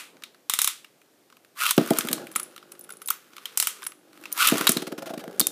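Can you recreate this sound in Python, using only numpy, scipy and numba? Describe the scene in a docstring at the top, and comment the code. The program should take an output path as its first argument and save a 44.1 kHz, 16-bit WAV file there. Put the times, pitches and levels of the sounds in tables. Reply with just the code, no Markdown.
"""Spinning tops in a plastic bowl

A small room, one microphone close to the bowl. Two toy tops are twisted into a plastic launcher,
spun up by a ripcord and dropped in, one after the other. Launcher parts click, chink and chafe, and
the cord rips through its gear. Each top thuds down and hums on its tip; the second hops and skids,
and the metal rims clash at the end. The walls answer briefly over a faint hiss."""
import sys
import numpy as np
from scipy import signal
from scipy.fft import rfft, irfft
from scipy.io import wavfile
from scipy.ndimage import uniform_filter1d
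from numba import njit

SR = 44100
rng = np.random.default_rng(int(sys.argv[2]) if len(sys.argv) > 2 else 0)


def master_out(mix):
    """Clip the mix to full scale and print it as 16-bit PCM to the path in sys.argv[1]."""
    frames = np.transpose(np.atleast_2d(mix))
    ceiling = np.clip(frames, -1, 1)
    pcm = np.round(ceiling * 32767).astype(np.int16)
    wavfile.write(sys.argv[1], SR, pcm)


N = 243115
LEAD = 4096  # samples of run-up before 0 s
M = N + LEAD
T = (np.arange(M) - LEAD) / SR

# modes of the thin plastic bowl: f/Hz, level/dB, t60/s
BOWL_MODES = [(180, -2, 0.038), (241.3, 0, 0.044), (300, -2.5, 0.054), (361, 1, 0.035), (437, -3, 0.034),
              (534, -0.5, 0.031), (657, -1.5, 0.056), (814, -3, 0.049), (1036, -28.5, 0.31),
              (1420, 5, 0.03), (1700, 8, 0.06)]
# bright resonances of hard parts in contact: f/Hz, width/Hz, level/dB
TREBLE_PEAKS = [(6540, 1200, -13.5), (8940, 4760, 13), (14000, 6040, 12)]


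def spin(turns_per_s=53.2, slowing_per_s2=.91, steady_share=.22, settle_s=.77):
    """An off-centre tip presses the bowl once a turn; grinding noise takes over after each landing."""
    # tip on the bowl: t/s, level/dB, ring under the tip f/Hz
    path = [(1.78, -52, 308), (2.2, -39, 300), (2.3, -49.5, 330), (2.6, -57, 347), (2.85, -54, 340),
            (2.93, -56, 408), (3.15, -65, 398), (3.3, -63.5, 310), (3.6, -61, 516), (3.95, -62, 300),
            (4.25, -54, 312), (4.45, -54, 300), (4.55, -36.5, 300), (4.9, -45, 385), (5.1, -43.5, 660),
            (5.3, -43.5, 446), (5.51, -44, 300)]
    # the tops land: t/s
    landings = [1.78, 4.6]
    turns = np.cumsum(turns_per_s - slowing_per_s2 * T) / SR
    taps = unit(np.diff(np.floor(turns), prepend=0))
    unsettled = sum((T > at) * np.exp(-((T - at) / settle_s) ** 2) for at in landings)
    noise_share = np.clip(steady_share + (1 - steady_share) * unsettled, 0, 1)
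    grinding = rng.standard_normal(M) * undb(2.5 * walk(27))
    drive = np.sqrt(1 - noise_share) * taps + np.sqrt(noise_share) * grinding
    drive = signal.sosfilt(signal.butter(3, 750, fs=SR, output="sos"), drive)
    bowl = sum((-1) ** k * undb(db) * band(drive, f, 5.3 / t60)
               for k, (f, db, t60) in enumerate(BOWL_MODES))
    s, _, hz = np.transpose(path)
    hz = np.interp(T, s, hz)
    under_tip = glide(glide(drive, hz, .14), hz, .38)
    return curve(path) * unit(unit(bowl) + 1.35 * unit(under_tip))


def thuds(push_s=.0013):
    """A landing tip gives the bowl floor a short push; the open bowl radiates little deep bass."""
    # tip strikes: t/s, peak level/dB, most driven f/Hz
    strikes = [(1.778, 0, 294), (1.808, -14.5, 262), (1.907, -6, 350), (1.987, -23.5, 250),
               (2.047, -20, 250), (2.105, -23, 253), (2.131, -23, 248), (2.175, -31, 336),
               (2.209, -34, 294), (2.237, -34.5, 294), (2.358, -34, 373), (4.521, -8, 244),
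               (4.536, -17, 270), (4.551, -18, 330), (4.607, -19, 360), (4.691, -11, 206),
               (4.765, -15.5, 237), (4.822, -21.5, 355), (4.873, -25, 361), (4.923, -22.5, 362),
               (4.981, -27, 353), (5.023, -28.5, 614), (5.066, -31, 560), (5.103, -24.5, 614),
               (5.135, -27.5, 615), (5.174, -24.5, 221), (5.238, -32, 645), (5.276, -28, 219),
               (5.407, -19, 255)]
    out, t = np.zeros(M), np.arange(SR // 3) / SR
    low_cut = signal.butter(2, 190, "high", fs=SR, output="sos")
    push = np.hanning(int(push_s * SR))
    for s, db, hz in strikes:
        modes = ring(t, BOWL_MODES, hz, 7.2) * np.minimum(t / .0023, 1)
        thud = signal.sosfilt(low_cut, np.convolve(modes, push))
        add(out, s, undb(db) * thud / np.abs(thud).max())
    return out


def skids():
    """The tip of the hopping top scrapes the bowl in short, bright bursts of noise."""
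    # scrapes on the bowl: t/s, relative level/dB, length/s
    scrapes = [(4.82, -13, 0.0096), (4.868, -16, .014), (4.919, -19, 0.01), (4.978, -19.5, 0.017),
               (5.021, -19.5, 0.0099), (5.058, -20.5, 0.024), (5.093, -23, 0.021), (5.136, -19.5, 0.0096),
               (5.176, -19.5, 0.0077), (5.193, -24, 0.021), (5.239, -20.5, 0.004), (5.278, -17.5, .002),
               (5.31, -27.5, .0036), (5.328, -27, 0.0017), (5.363, -29.5, .002)]
    out, t = np.zeros(M), np.arange(SR // 10) / SR
    for s, db, length in scrapes:
        envelope = .5 / (1 + (t / max(length, .002)) ** 8) + .5 * fade(t, .0067)
        noise = rng.standard_normal(len(t))
        scrape = unit(colour(noise, TREBLE_PEAKS)) + undb(5) * unit(shell(noise))
        add(out, s, undb(db - 18.5) * np.minimum(t / .0015, 1) * envelope * scrape)
    return out


def clashes():
    """The metal rims of the two tops strike each other and ring."""
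    # rim hits: t/s, crack level/dB, body/dB re crack, body f/Hz, rim/dB re crack
    hits = [(5.3965, 0, -17, 3450, -32), (5.4022, 2, -12, 4550, -28), (5.4115, -9, 3, 4600, -10),
            (5.469, -1, -17, 3680, -32)]
    return knocks(hits, rise_s=.0004, t60=.009, width=.2, wall_db=-17)


def ripcord(attack_s=.082, release_s=.011, rest_hz=1060, fast_hz=1500, sag=.19):
    """Teeth hammer the gear too fast to count: lumpy grit through a shell whose ring rises with speed."""
    # pulls: start t/s, end t/s, body level on reaching full speed/dB, swell from there/dB
    pulls = [(1.553, 1.714, -23, -4), (4.339, 4.487, -20, 1.5)]
    teeth = grit(2300, .46) * undb(.58 * walk(130))
    treble, out = unit(colour(teeth, TREBLE_PEAKS)), 0
    for start, end, db, swell_db in pulls:
        speed = np.sin(np.pi / 2 * np.clip((T - start) / attack_s, 0, 1))
        run = np.clip((T - start - attack_s) / (end - start - attack_s), 0, 1)
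        hz = (rest_hz + (fast_hz - rest_hz) * speed ** 3) * (1 - sag * run)
        gain = (T > start) * undb(db - 34.5 * (1 - speed) + swell_db * run ** 2.7)
        gain *= fade(np.maximum(T - end, 0), release_s)
        low_ring = unit(glide(glide(teeth, hz, .3), hz, .19))
        high_ring = unit(glide(teeth, (1.76 + 1.03 * run) * hz, .44))  # goes on rising
        body = unit(unit(shell(teeth)) + .89 * low_ring)
        body = unit(body + .45 * high_ring)
        out += gain * (body + undb(-4) * treble)
    return out


def ratchets():
    """The launcher's ratchet snaps as a top is twisted in."""
    # snaps: t/s, crack level/dB, body/dB re crack, body f/Hz
    snaps = [(0.497, -4, -6.5, 3700), (0.5368, -1.5, -7, 3620), (0.589, -3.5, -6, 3800),
             (0.6167, -2.5, -11.5, 3550), (0.6443, -1.5, -10.5, 3920), (0.6749, -6, -4, 3640),
             (3.5739, -2.5, -14.5, 2980), (3.5998, -4.5, -8, 4640), (3.6255, -4, -7.5, 3340),
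             (3.671, -1.5, -9.5, 3180)]
    return knocks(snaps, rise_s=.0004, t60=.013, width=.09, wall_db=-7)


def clicks():
    """Parts of the launcher and the tops knock together."""
    # knocks, the first just before 0 s: t/s, crack level/dB, body/dB re crack, body f/Hz
    hits = [(-0.048, 0, -4, 2580), (0.168, -48, 6, 1100), (0.2216, -45, 10, 1690), (0.2359, -28.5, 5, 3770),
            (0.3456, -47.5, 6, 1800), (0.845, -39, 4.5, 2730), (1.0154, -45.5, 3, 2630),
            (1.3, -50, 6.5, 1100), (1.3244, -48.5, 6, 1046), (1.368, -43.5, 1.5, 1095),
            (1.4472, -45, 2, 1110), (1.6636, -10, -0.5, 3170), (1.708, -4, -6, 3530),
            (1.7165, -17, -3, 3470), (1.7658, -22, -24, 3780), (1.7782, -11.5, 5.5, 1500),
            (1.8604, -25, -3, 1110), (1.8742, -23.5, 0, 1670), (1.9048, -15, -2, 1140),
            (1.934, -21, -2, 1590), (1.9714, -21, -6.5, 3220), (1.9855, -4.5, -8.5, 1367),
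            (2.008, -19, 4.5, 1200), (2.0496, -29, -10, 1460), (2.0708, -19, -6, 1400),
            (2.0856, -15, 1.5, 3430), (2.1132, -18, -7, 1280), (2.129, -5.5, -7, 4300),
            (2.1783, -42.5, 13.5, 1050), (2.2686, -32, 2.5, 2480), (2.315, -33, -5.5, 1070),
            (2.3526, -25.5, -2, 4000), (2.359, -9.5, -2.5, 1420), (2.3969, -19, -1, 1370),
            (2.562, -31, 0, 1430), (2.578, -35.5, 3.5, 3700), (2.6267, -46.5, 11, 1470),
            (2.7199, -28.5, -5.5, 1350), (2.7514, -49, 6, 1260), (2.8444, -40, -3.5, 1260),
            (2.8912, -34.5, 1.5, 1500), (2.9045, -31.5, 2.5, 1470), (2.9357, -37, -2.5, 1400),
            (3.0173, -27, -5.5, 1420), (3.0849, -15.5, -5.5, 3700), (3.1044, -8.5, -4.5, 1455),
            (3.3328, -45, 6, 1460), (3.3656, -33, 4, 1210), (3.3808, -41.5, 15, 1480),
            (3.4552, -21.5, 3, 3390), (3.6553, -31.5, -6, 3550), (3.8207, -34.5, 4, 1030),
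            (3.829, -30, 2, 1680), (3.849, -28.5, -4, 1260), (3.8651, -20, -3.5, 1060),
            (3.919, -37, 4, 1090), (4.13, -48.5, 4, 1156), (4.1742, -45, 7, 1060), (4.2118, -42, -14, 1060),
            (4.237, -37, 5, 2590), (4.2549, -35.5, 10, 2730), (4.3182, -27.5, -3, 1330),
            (4.3759, -16, -3.5, 1400), (4.472, -2, -13, 3430), (4.486, -3, -5.5, 3000),
            (4.4977, -9.5, -8, 1310), (4.5805, -12.5, -4.5, 1320), (4.6104, -15, 0.5, 1490),
            (4.669, -0.5, -2, 3550), (4.6734, -6.5, 3, 4000), (4.6915, 1, -12.5, 1110),
            (4.718, -9.5, -16, 3320), (4.7694, -12.5, 2, 4060)]
    return knocks(hits, rise_s=.0012, t60=.018, width=.17, wall_db=-11)


def knocks(hits, rise_s, t60, width, wall_db):
    """Contact noise cracks and rings the plastic body; rows: sound close by, sound sent to the walls."""
    # modes of a top's metal rim: f/Hz, level/dB, t60/s
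    rim_modes = [(3640, 0, .22), (3760, 0, .2), (4250, -3, .1), (7830, -4, .08), (9720, 6, .03),
                 (10750, 5, .03), (15020, 3, .03)]
    out, t = np.zeros((2, M)), np.arange(SR // 6) / SR
    impulse = 1. * (t == 0)
    even_crack = unit(colour(impulse, TREBLE_PEAKS))
    for s, db, body_db, hz, *rim_db in hits:
        contact = rng.standard_normal(len(t)) * fade(t, t60) * np.minimum(t / rise_s, 1)
        crack = colour(contact, TREBLE_PEAKS) + undb(-1.5) * contact
        crack /= np.abs(crack).max()
        main_ring = band(band(contact, hz, width * hz), hz, .5 * hz)
        body = shell(contact, hz, 2.64) + 2.6 * main_ring
        body *= undb(body_db) / np.abs(body).max()
        rim = undb(rim_db) * ring(t, rim_modes, 3900, 4.2) if rim_db else 0
        add(out[0], s, undb(db) * (crack + body + rim))
        # the walls hear the knock from all sides at once, so its colour is even there
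        even_body = unit(shell(impulse, hz, 5) + .58 * band(impulse, hz, width * hz))
        add(out[1], s, undb(db + wall_db) * (crack.std() * even_crack + body.std() * even_body))
    return out


def shell(x, loud_hz=2000., db_per_octave=0.):
    """The plastic shell rings, driven hardest near loud_hz; it is too small to radiate bass."""
    # shell resonances: f/Hz, width/Hz, level/dB
    resonances = [(1320, 500, 6.5), (2092, 1270, 1.5), (3060, 1500, -5.5), (4600, 2950, -4.5)]
    peaks = [(hz, width, db - db_per_octave * abs(np.log2(hz / loud_hz)))
             for hz, width, db in resonances]
    return signal.sosfilt(signal.butter(4, 1000, "high", fs=SR, output="sos"), colour(x, peaks))


def chinks():
    """Loose metal parts in the launcher tick, then ring."""
    # contacts: t/s, relative level/dB, most driven f/Hz
    contacts = [(2.3236, -37, 9550), (2.362, -10.5, 9200), (2.3984, -21.5, 10200), (2.4307, -20.5, 10100),
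                (2.7185, -32.5, 9600), (2.793, -32, 14000), (2.81, -31.5, 10000), (2.8395, -35.5, 10000),
                (2.9032, -32, 11200), (2.922, -28, 10300), (2.9695, -37.5, 9390), (3.0165, -42, 11000),
                (3.0235, -35, 10900), (3.0594, -24.5, 10400), (3.0747, -21, 13500), (3.0838, -23, 8140),
                (3.103, -10.5, 14000), (3.8386, -28, 10400), (3.8683, -16.5, 10400), (4.3258, -13, 13100),
                (4.692, -13, 9300), (4.718, -15, 9800)]
    # modes of the small parts: f/Hz, level/dB, t60 before extra damping/s
    metal_modes = [(7850, -3, .03), (9400, 0, .03), (10100, 0, .04), (11050, -3, .065), (13850, -2, .03),
                   (15000, -8, .025)]
    out, t = np.zeros(M), np.arange(SR // 6) / SR
    for s, db, hz in contacts:
        tick = colour(rng.standard_normal(len(t)) * fade(t, .016), TREBLE_PEAKS)
        rise = np.minimum(t / .00058, 1)
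        modes = ring(t, metal_modes, hz, 45) * fade(t, .065)
        add(out, s, undb(db + 4) * (.37 * tick / np.abs(tick).max() + rise * modes))
    return out


def chafe():
    """Loose parts rub between the knocks: fine grit that flickers."""
    # rubbing through the shell: t/s, level/dB
    levels = [(1.72, -67), (1.8, -38.5), (1.88, -40), (2.0, -37.5), (2.25, -55.5), (2.45, -54), (2.6, -65),
              (3.3, -60.5), (3.55, -52.5), (3.85, -53), (3.96, -84), (4.25, -52.5), (4.32, -55),
              (4.5, -29.5), (4.62, -30.5), (4.8, -48), (5.0, -78), (5.38, -54), (5.51, -64)]
    rub = grit(4000, 1.5) * undb(1.1 * walk(60))
    return curve(levels) * (unit(shell(rub)) + undb(-3.5) * unit(colour(rub, TREBLE_PEAKS)))


def rustle():
    """Hands rustle softly at the start: dull, flickering noise."""
    # hand movement: t/s, level/dB
    levels = [(-.1, -61), (.15, -59), (.4, -72)]
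    flicker = undb(1.5 * walk(30))
    return curve(levels) * flicker * unit(colour(rng.standard_normal(M), [(330, 350, 0)]))


def room(x):
    """The small room's diffuse echo builds up in 2 ms and dies within about a third of a second."""
    # decay by band: f/Hz, t60/s
    decays = [(400, 0.31), (1500, 0.12), (4000, 0.31), (10000, 0.15)]
    t = np.arange(SR // 2) / SR
    echo = sum(band(rng.standard_normal(len(t)), hz, 1.15 * hz) * fade(t, t60) for hz, t60 in decays)
    echo *= np.minimum(t / .002, 1) ** 2
    return signal.fftconvolve(x, echo / np.sqrt(np.sum(echo ** 2)))[:M]


def hiss(level_db=-62):
    """Room tone: still air and the microphone's own noise."""
    # noise spectrum: f/Hz, relative level/dB
    spectrum = [(24, -71), (40, -53.5), (103, -9.5), (218, -11), (280, -5), (317, -6), (496, -9),
                (606, -10.5), (973, -17.5), (7710, -25), (14400, -26), (15500, -31.5)]
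    hz, db = np.transpose(spectrum)
    f = np.maximum(np.arange(M // 2 + 1) * SR / M, 1)
    gain = undb(np.interp(np.log(f), np.log(hz), db))
    return undb(level_db) * unit(irfft(rfft(rng.standard_normal(M)) * gain, M))


def ring(t, modes, loud_hz, db_per_octave):
    """Struck modes, driven hardest near loud_hz, each blow a little differently; peak 1."""
    hz, db, t60 = np.transpose(modes)[:, :, None]
    chance = rng.standard_normal((24, 1))
    gain = undb(db + 2.2 * chance[:len(hz)] - db_per_octave * np.abs(np.log2(hz / loud_hz)))
    hz = hz * (1 + .005 * chance[-len(hz):])
    y = np.sum(gain * fade(t, t60) * np.sin(2 * np.pi * hz * t), axis=0)
    return y / np.abs(y).max()


def band(x, hz, width_hz):
    """Two-pole resonance, gain 1 at the centre."""
    return signal.lfilter(*signal.iirpeak(hz, hz / width_hz, fs=SR), x)


def colour(x, peaks):
    """Sum of broad resonances with steep skirts."""
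    return sum(undb(db) * band(band(x, hz, 1.93 * w), hz, 1.93 * w) for hz, w, db in peaks)


@njit
def glide(x, hz, damp):
    """State-variable band-pass whose centre moves."""
    y, band_state, low_state = np.empty(len(x)), 0., 0.
    for i in range(len(x)):
        g = np.tan(np.pi * hz[i] / SR)
        passed = (band_state + g * (x[i] - low_state)) / (1 + g * (g + damp))
        band_state = 2 * passed - band_state
        low_state += 2 * g * passed
        y[i] = damp * passed
    return y


def grit(rate, scatter_db):
    """Dense random ticks of scattered size."""
    tick = rng.random(M) < rate / SR
    return unit(tick * rng.standard_normal(M) * undb(scatter_db * rng.exponential(size=M)))


def walk(rate):
    """Random levels held 1 / rate s and slewed; spread near 1."""
    hold = int(SR / rate)
    return 1.4 * uniform_filter1d(np.repeat(rng.standard_normal(M // hold + 1), hold), hold)[:M]


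def curve(table):
    """Gain from rows of t/s, level/dB; silent outside them."""
    s, db = np.transpose(table)[:2]
    return undb(np.interp(T, s, db, left=-120, right=-120))


def fade(t, t60):
    """Exponential decay."""
    return np.exp(-np.log(1000) * t / np.maximum(t60, .002))


def add(out, s, x):
    """Mix x into out from time s."""
    i = LEAD + int(s * SR)
    out[i:i + len(x)] += x[:M - i]


def undb(db):
    return 10 ** (np.asarray(db) / 20)


def unit(x):
    """Scale to rms 1."""
    return x / np.sqrt(np.mean(x ** 2))


@njit
def limit(x, top, slope, attack_s, release_s):
    """Gain control: follows the peaks and turns down what passes the top."""
    y, envelope = np.empty(len(x)), 0.
    for i in range(len(x)):
        size = abs(x[i])
        envelope += (size - envelope) / (SR * (attack_s if size > envelope else release_s))
        y[i] = x[i] * (top / max(envelope, top)) ** slope
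    return y


def scene():
    """Launcher and bowl close to the microphone, the room behind them."""
    knocking, to_walls = clicks() + ratchets() + clashes()
    action = chinks() + skids() + thuds() + ripcord()
    echo = room(to_walls + undb(-13) * action)
    return (knocking + action + echo + chafe() + spin() + hiss() + rustle())[None, LEAD:]


def record(dry):
    """The mono recorder drops the deep bass, holds the loudest peaks down and cuts the highest treble."""
    x = signal.sosfilt(signal.butter(4, 140, "high", fs=SR, output="sos"), dry[0])
    x = limit(x, top=undb(-5), slope=.33, attack_s=.00057, release_s=.028)
    x = .7 * np.tanh(x / .7)
    x = signal.sosfilt(signal.cheby2(8, 22, 15600, fs=SR, output="sos"), x)
    return signal.sosfilt(signal.ellip(8, .2, 70, 16400, fs=SR, output="sos"), x)[None]


dry = scene()
out = record(dry)
master_out(out)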